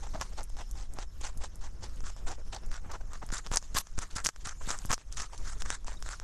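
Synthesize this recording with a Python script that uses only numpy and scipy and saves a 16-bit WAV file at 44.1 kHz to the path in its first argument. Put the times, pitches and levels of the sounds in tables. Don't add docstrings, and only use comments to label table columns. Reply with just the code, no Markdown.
import sys
import numpy as np
from scipy import signal
from scipy.fft import rfft, irfft, next_fast_len
from scipy.io import wavfile
from scipy.ndimage import uniform_filter1d, map_coordinates

SR = 44100
rng = np.random.default_rng(int(sys.argv[2]) if len(sys.argv) > 2 else 0)


def invert_db(x):
    u = np.asarray(x, float) / 20
    return 10 ** u


def master_out(mix):
    frames = np.transpose(np.atleast_2d(mix))
    ceiling = np.clip(frames, -1, 1)
    pcm = np.round(ceiling * 32767).astype(np.int16)
    wavfile.write(sys.argv[1], SR, pcm)


N = 274743

# frequency in Hz, density in dB per Hz.
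PULP_SPECTRUM = [(1060, 7.5), (1800, 2.5), (2190, -1), (3640, -2), (6810, 1.5), (12500, -13.5),
                 (13300, -42), (14000, -55)]
# frequency in Hz, density in dB per Hz.
ROOM_SPECTRUM = [(41, -43), (70, -6), (156, -5), (327, -12.5), (850, -20), (1310, -24.5), (2000, -31),
                 (2600, -36), (4400, -120)]
# frequency in Hz, density in dB per Hz.
STAND_SPECTRUM = [(1.8, -11), (3.0, 5.5), (20, -1.5), (40, -7.5), (108, -26.5), (150, -37.5), (200, -41.5),
                  (330, -120)]
# frequency in Hz, density in dB per Hz.
TEETH_SPECTRUM = [(1060, -9), (1800, -3), (2120, -5), (3550, -4), (6750, -10), (7480, -7.5), (11000, -24.5),
                  (12300, -61), (13100, -43), (14000, -55)]
# time in seconds, rustle in dB, resonance of the lip gap in Hz.
MOUTHFUL = [(0.0, -59, 6100), (0.7, -64.5, 6100), (1.1, -69, 6600), (1.85, -66.5, 6050), (2.0, -62, 6400),
            (2.25, -67, 7000), (2.55, -65, 5600), (3.0, -68.5, 6150), (3.55, -60, 7000),
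            (3.85, -59.5, 6000), (4.1, -60.5, 6460), (4.5, -65.5, 6200), (4.7, -50.5, 7640),
            (4.95, -61, 6450), (5.2, -74, 6300), (5.4, -58, 6600), (5.75, -66, 6200), (6.23, -59.5, 6600)]
# time in seconds, resonance in Hz.
CAVITY = [(0.03, 820), (0.14, 650), (0.2, 1030), (0.37, 770), (1.82, 867), (2.04, 1190), (2.27, 800),
          (2.53, 785), (2.71, 1410), (2.89, 940), (3.33, 1370), (3.51, 1010), (3.98, 1220), (4.16, 1440),
          (4.89, 1170), (5.69, 1440), (5.87, 900), (6.05, 1380)]
# start in seconds, length in seconds, early level in dB,
# late level in dB, mouth ring relative to the crackle in dB.
GRINDS = [(0.02, 0.039, -51, -46.5, 2), (0.14, 0.04, -45, -60.5, 9.5), (0.205, 0.064, -41.5, -51.5, -3),
          (0.37, 0.049, -46, -49.5, 1.5), (0.573, 0.052, -48, -49, -2.5), (0.756, 0.096, -54, -53.5, -2),
          (0.958, 0.08, -55, -47.5, 1.5), (1.209, 0.084, -47.5, -44, -4), (1.407, 0.054, -50.5, -42.5, -5),
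          (1.611, 0.063, -52, -47.5, -3), (1.814, 0.042, -51, -42.5, -5), (2.04, 0.083, -47.5, -50, -9),
          (2.268, 0.074, -49, -48.5, 0.5), (2.524, 0.09, -43.5, -62.5, -1.5),
          (2.711, 0.078, -49.5, -50.5, -6), (2.892, 0.066, -54, -47.5, 1.5),
          (3.103, 0.068, -56.5, -49.5, -1.5)]
# start in seconds, length in seconds, early level in dB,
# late level in dB, mouth ring relative to the crackle in dB.
BITES = [(3.325, 0.063, -36, -39.5, -8.5), (3.515, 0.052, -38.5, -36.5, -5),
         (3.75, 0.048, -35, -30.5, -7.5), (3.98, 0.011, -39, -39, -7), (4.014, 0.03, -36, -43.5, -7.5),
         (4.157, 0.051, -36, -39, -5.5), (4.244, 0.041, -33.5, -34, -12.5),
         (4.449, 0.072, -40.5, -41.5, -6.5), (4.677, 0.076, -38.5, -41.5, -6), (4.895, 0.038, -35, -33, -4),
         (5.119, 0.06, -48, -67, -30), (5.167, 0.03, -36.5, -41.5, -16), (5.195, 0.066, -39, -44.5, -6.5),
         (5.444, 0.093, -45.5, -45.5, -10), (5.6, 0.018, -42.5, -46.5, -5), (5.652, 0.021, -40, -41, -8),
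         (5.688, 0.067, -39.5, -37.5, -9), (5.868, 0.072, -45.5, -49, -5), (6.051, 0.095, -47.5, -41, -5.5)]
# start in seconds, level in dB,
# mouth ring relative to the crackle in dB.
TONGUE_SLIPS = [(0.317, -59.5, 4), (0.497, -77, -2), (2.166, -57.5, 4), (2.383, -62.5, 10.5),
                (2.629, -66, 11.5), (2.844, -64.5, 14), (2.993, -62, 5.5), (3.216, -56.5, 3),
                (3.439, -54, -3), (3.623, -61, -22), (3.858, -63, -22), (4.105, -51.5, -20),
                (4.395, -58, -19), (4.605, -55, 0.5), (4.8, -62, 2), (4.985, -55, -13), (3.24, -59.5, -16),
                (5.322, -52.5, -2), (5.8, -63, -8), (6.215, -56.5, 3.5)]
# time in seconds, peak in dB.
KNOCKS = [(0.1396, -59), (0.2, -47), (0.2131, -25.5), (0.4081, -39), (0.5012, -44.5), (0.569, -41),
          (0.8004, -44), (1.2134, -36.5), (1.237, -58), (1.4406, -42), (1.8416, -40), (2.0062, -42.5),
          (2.068, -40), (2.1651, -43), (2.2892, -36.5), (2.3163, -36), (2.5477, -37), (2.5521, -53),
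          (2.7164, -37), (2.742, -37), (2.916, -38.5), (2.9195, -39), (3.1338, -36), (3.2901, -40.5),
          (3.4647, -36.5), (3.471, -37.5)]
# time in seconds, peak in dB.
CRUNCHES = [(3.5255, -33), (3.538, -27.5), (3.5422, -27.5), (3.6268, -40.5), (3.75, -30.5), (3.8708, -42.5),
            (3.9895, -26), (4.2026, -36.5), (4.2613, -21), (4.2898, -23), (4.3621, -40), (4.7055, -22),
            (4.7137, -27.5), (4.9161, -23), (4.9295, -19.5), (4.9341, -21.5), (4.938, -24.5), (5.2199, -35),
            (5.6214, -28.5), (5.704, -21), (5.731, -47), (5.8458, -42.5), (6.0255, -32.5), (6.0902, -30.5),
            (6.1999, -33.5)]
# time in seconds, peak in dB.
SNAPS = [(3.3194, -37), (3.382, -30), (3.3857, -31.5), (3.548, -29), (3.56, -17.5), (3.572, -11.5),
         (3.7457, -34), (3.786, -20), (4.155, -37), (4.2451, -30), (4.2492, -19), (4.2677, -15.5),
         (4.4722, -32), (4.789, -31.5), (4.9424, -22.5), (5.1258, -34), (5.147, -46), (5.158, -51),
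         (5.3785, -41), (5.477, -42), (5.542, -52), (5.587, -48), (5.868, -47), (6.1089, -66), (6.12, -53)]
# time in seconds, peak in dB.
SPITS = [(0.4323, -38), (0.439, -39), (0.496, -50), (0.6095, -50), (0.7128, -36.5), (0.9374, -39.5),
         (1.279, -49), (1.3749, -40.5), (1.5575, -42), (1.9604, -50), (2.0297, -52), (2.6633, -48.5),
         (2.818, -64), (3.2653, -41.5), (3.921, -85), (4.8575, -33.5), (4.8645, -44), (4.8841, -64),
         (5.911, -51), (6.003, -52)]
# time in seconds, peak in dB.
POPS = [(0.148, -39), (0.9876, -35), (1.8246, -49), (3.304, -42), (3.5164, -34.5), (3.9803, -42),
        (4.676, -49), (4.8508, -43.5), (4.9798, -45), (5.66, -42), (5.8825, -38.5), (5.921, -48.5),
        (6.063, -43)]
# time in seconds, peak in dB, frequency in Hz.
THUDS = [(0.14, -31, 199), (1.206, -51, 80.7), (1.362, -37, 80.7), (1.754, -44, 104), (2.027, -39, 121),
         (2.282, -41, 91.5), (2.855, -38, 80.7), (3.107, -56, 98), (3.229, -34, 124), (3.318, -27, 140),
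         (3.507, -29, 83), (3.741, -28.5, 93), (3.973, -26, 92), (4.153, -29, 82), (4.253, -32, 177),
         (4.458, -33.5, 80.7), (4.667, -29.5, 137), (4.843, -27.5, 89), (4.895, -24.5, 80),
         (5.698, -41.5, 101)]


def unit(x):
    return x / np.sqrt(np.mean(x ** 2) + 1e-20)


def along(points, hz):
    fade_in = (points[0][0] / 3, points[0][1] - 40)
    f, db = np.transpose([fade_in] + list(points))
    return np.interp(np.log(hz + 1), np.log(f + 1), db, left=-120, right=-120)


def wobble(rate, n):
    knots = rng.standard_normal(int(n * rate / SR) + 4)
    return map_coordinates(knots, [np.arange(n) * rate / SR])


def filtered(x, response):
    m = next_fast_len(len(x) + 4096)
    return irfft(rfft(x, m) * response(np.fft.rfftfreq(m, 1 / SR)), m)[:len(x)]


def resonance(hz, width_hz):
    return lambda f: 1j * f * width_hz / (hz * hz - f * f + 1j * f * width_hz)


def coloured(x, points):
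    return unit(filtered(x, lambda f: invert_db(along(points, f))))


def add(track, s, x):
    part = track[round(s * SR):][:len(x)]
    part += x[:len(part)]


def bursting(n, rate, spread_db, hiss):
    when = rng.random(n) < rate / SR
    size = np.minimum(rng.exponential(size=n), 4.5)
    sign = np.sign(rng.standard_normal(n))
    return unit(when * invert_db(spread_db * size) * sign) + hiss * rng.standard_normal(n)


def patchy(x, patch_db, lip_db):
    hz, t, z = signal.stft(x, SR, nperseg=256)
    field = rng.standard_normal(z.shape)
    field = uniform_filter1d(uniform_filter1d(field, 6, 0), 7, 1)
    lip_hz = np.interp(t, *np.transpose(MOUTHFUL)[::2])
    octaves_off = np.log(hz[:, None] / lip_hz + 1e-3) / 0.14
    gain = invert_db(patch_db * unit(field) + lip_db / (1 + octaves_off ** 2))
    weight = np.mean(np.abs(z) ** 2, axis=1, keepdims=True)
    gain = gain / np.sum(gain ** 2 * weight, axis=0) ** .35
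    return unit(signal.istft(z * gain, SR, nperseg=256)[1][:N])


def cavity(s):
    return np.interp(s, *np.transpose(CAVITY))


def jaw():
    lead_s, jolt_s = 0.011, 0.072
    duck_from_db, duck_ratio, recover_s = -41.5, 1.2, 0.049
    t = np.arange(0, N, 64) / SR
    s, length, early_db, late_db, _ = np.transpose(GRINDS + BITES)[..., None]
    stroke_db = (early_db + late_db) / 2
    force_db = 5.5 + 0.1 * (stroke_db + 46)
    jolt = (force_db * np.exp(-((t - s + lead_s) / jolt_s) ** 2)).max(axis=0)
    after = (t - s - length).clip(0) / recover_s
    over_db = (stroke_db - duck_from_db).clip(0)
    duck_db = -duck_ratio * (over_db * np.e * after * np.exp(-after)).sum(axis=0)
    return [np.interp(np.arange(N) / SR, t, curve) for curve in (jolt, duck_db)]


def background():
    jolt, duck_db = jaw()
    pulp_db = np.interp(np.arange(N) / SR, *np.transpose(MOUTHFUL)[:2]) + 0.32 * duck_db
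    room_db = -64 + 1.2 * jolt + 0.64 * duck_db
    stand_db = -38.5 + jolt + duck_db
    shifting = wobble(25, N)

    drops = bursting(N, rate=900, spread_db=3.2, hiss=1.2)
    rustle = patchy(coloured(drops, PULP_SPECTRUM), patch_db=4, lip_db=5.5)
    rustle = invert_db(pulp_db + 2.0 * shifting) * rustle

    stir_db = 2.2 * shifting + 1.5 * wobble(30, N)
    room = invert_db(room_db + stir_db) * coloured(rng.standard_normal(N), ROOM_SPECTRUM)
    stand = invert_db(stand_db) * coloured(rng.standard_normal(N), STAND_SPECTRUM)

    air = patchy(rng.standard_normal(N), patch_db=4, lip_db=0)
    hiss_db = -66 + 0.52 * (room_db + 56) + 3 * wobble(11, N)
    hiss = invert_db(hiss_db) * filtered(air, lambda f: 1 / (1 + (f / 11500) ** 4))

    band = resonance(5300, 500)
    whine_db = -76 + duck_db + 4.2 * wobble(6.05, N)
    whine = invert_db(whine_db) * unit(filtered(air, lambda f: band(f) ** 2))
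    return rustle + room + stand + hiss + whine


def strokes():
    slip_s, closed = 0.031, 0.67
    slips = [(s, slip_s, db, db, mouth_db, closed * cavity(s)) for s, db, mouth_db in TONGUE_SLIPS]
    return [(*row, cavity(row[0])) for row in GRINDS + BITES] + slips


def mouth_ring(bursts, cavity_hz):
    ring = resonance(cavity_hz, 0.22 * cavity_hz)
    low = resonance(0.78 * cavity_hz, 1.67 * cavity_hz)
    return filtered(bursts, lambda f: ring(f) * (ring(f) + invert_db(10.5) * low(f)) + invert_db(10.0) * low(f) ** 2)


def chews():
    out = np.zeros(N)
    cells = bursting(N, rate=1100, spread_db=2.5, hiss=0.85)
    crackle = patchy(coloured(cells, TEETH_SPECTRUM), patch_db=2.4, lip_db=7)
    spray = unit(filtered(cells, resonance(11700, 6200)))
    dip = resonance(2170, 2900)
    for s, length, early_db, late_db, mouth_db, cavity_hz in strokes():
        start = max(round((s - .02) * SR), 0)
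        t = np.arange(min(int(.19 * SR), N - start)) / SR - .02
        now = slice(start, start + len(t))

        press_db = np.interp(t / length, [.25, .75], [early_db, late_db])
        spray_db = 4.3 * (press_db + 34.0) - 14.5
        closing_db = 7 * np.exp(-t / .005)
        release_db = 6 * np.exp(np.minimum((t - length) / .014, 3))
        press_db -= closing_db + release_db
        steps_db = 3.1 * wobble(110, len(t))

        mouth = mouth_ring(cells[now], cavity_hz)
        mouth = mouth / np.std(mouth[(t > 0) & (t < length)])
        deep = invert_db(mouth_db + 4.1 * wobble(81, len(t))) * mouth

        depth = np.clip(1.23 * np.log(cavity_hz / 750), -.6, .9)
        bright = filtered(crackle[now], lambda f: 1 - depth * dip(f))
        bright = bright + invert_db(spray_db) * spray[now]
        add(out, start / SR, invert_db(press_db + steps_db) * (bright + deep))
    return out


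def sags():
    sag_s, lead_s = 0.016, 0.0031
    out, t = np.zeros(N), np.arange(-.04, .04, 1 / SR)
    for s, *_ in (GRINDS + BITES)[1:]:
        pull = invert_db(-37 + 1.6 * rng.standard_normal())
        add(out, s - lead_s + t[0], -pull * np.exp(-(t / sag_s) ** 2))
    return out - out.mean()


def fractures(table, knock_db, centre_hz, spit_db):
    out, t = np.zeros(N), np.arange(int(0.03 * SR)) / SR
    body = invert_db(min(knock_db, 2) - 10)
    flesh, wide, high = resonance(3400, 2500), resonance(3600, 21000), resonance(11000, 4500)
    for s, db in table:
        hz = centre_hz * np.exp(0.06 * rng.standard_normal())
        band = resonance(hz, 0.6 * hz)
        decay = invert_db(-60 * t / 0.0014) + invert_db(-24 - 60 * t / 0.045)
        shock = rng.standard_normal(len(t)) * decay

        def fibre(f):
            bright = band(f) ** 2 / (1 + 1j * (f / 9500) ** 3)
            return bright + body * (flesh(f) ** 2 + 0.46 * wide(f))

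        snap = filtered(shock, fibre)
        spit = rng.standard_normal(len(t)) * invert_db(-60 * t / 0.04 + spit_db)
        snap = snap / np.abs(snap).max() + filtered(spit, lambda f: high(f) ** 2)
        knock = np.sin(2 * np.pi * 1.087 * cavity(s) * t) * invert_db(knock_db - 60 * t / 0.0031)
        add(out, s - .0003, invert_db(db + 6.0) * (snap - knock))
    return out


def cracks():
    molars = fractures(KNOCKS, knock_db=1, centre_hz=5640, spit_db=-40)
    fresh = fractures(CRUNCHES, knock_db=-0.5, centre_hz=6300, spit_db=-50)
    front = fractures(SNAPS, knock_db=-14, centre_hz=6470, spit_db=-45)
    lips = fractures(SPITS, knock_db=-28, centre_hz=7950, spit_db=-13.5)
    deep = fractures(POPS, knock_db=8.6, centre_hz=5300, spit_db=-40)
    return molars + fresh + front + lips + deep


def thuds():
    lag_s = 0.00798
    out, t = np.zeros(N), np.arange(int(.05 * SR)) / SR
    for s, db, hz in THUDS:
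        envelope = invert_db(db + 11 - 58 * t * hz) * (1 - np.exp(-t / 0.00067))
        add(out, s + lag_s, -envelope * np.sin(2 * np.pi * hz * t))
    return out


def squeak():
    start_s, level_db, hz, length_s = 5.966, -53, 3780, .018
    out, t = np.zeros(N), np.arange(int(.05 * SR)) / SR
    waver = 1.4 * wobble(300, len(t))
    swell = np.sin(np.pi * np.minimum(t / length_s, 1)) ** 2
    add(out, start_s, invert_db(level_db) * np.sin(2 * np.pi * hz * t + waver) * swell)
    return out


def scene():
    return (background() + chews() + sags() + cracks() + thuds() + squeak())[None]


def top_cut(x):
    return signal.sosfilt(signal.butter(12, 14310, fs=SR, output="sos"), x)


def record(dry):
    top_hz, offset = 13130, -.0044
    corners = [top_hz - 150, top_hz + 150, top_hz + 1400]
    limited = filtered(dry[0], lambda f: invert_db(np.interp(f, corners, [0, -16, -45])))
    return top_cut(limited[None] + offset)


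dry = scene()
out = record(dry)
master_out(out)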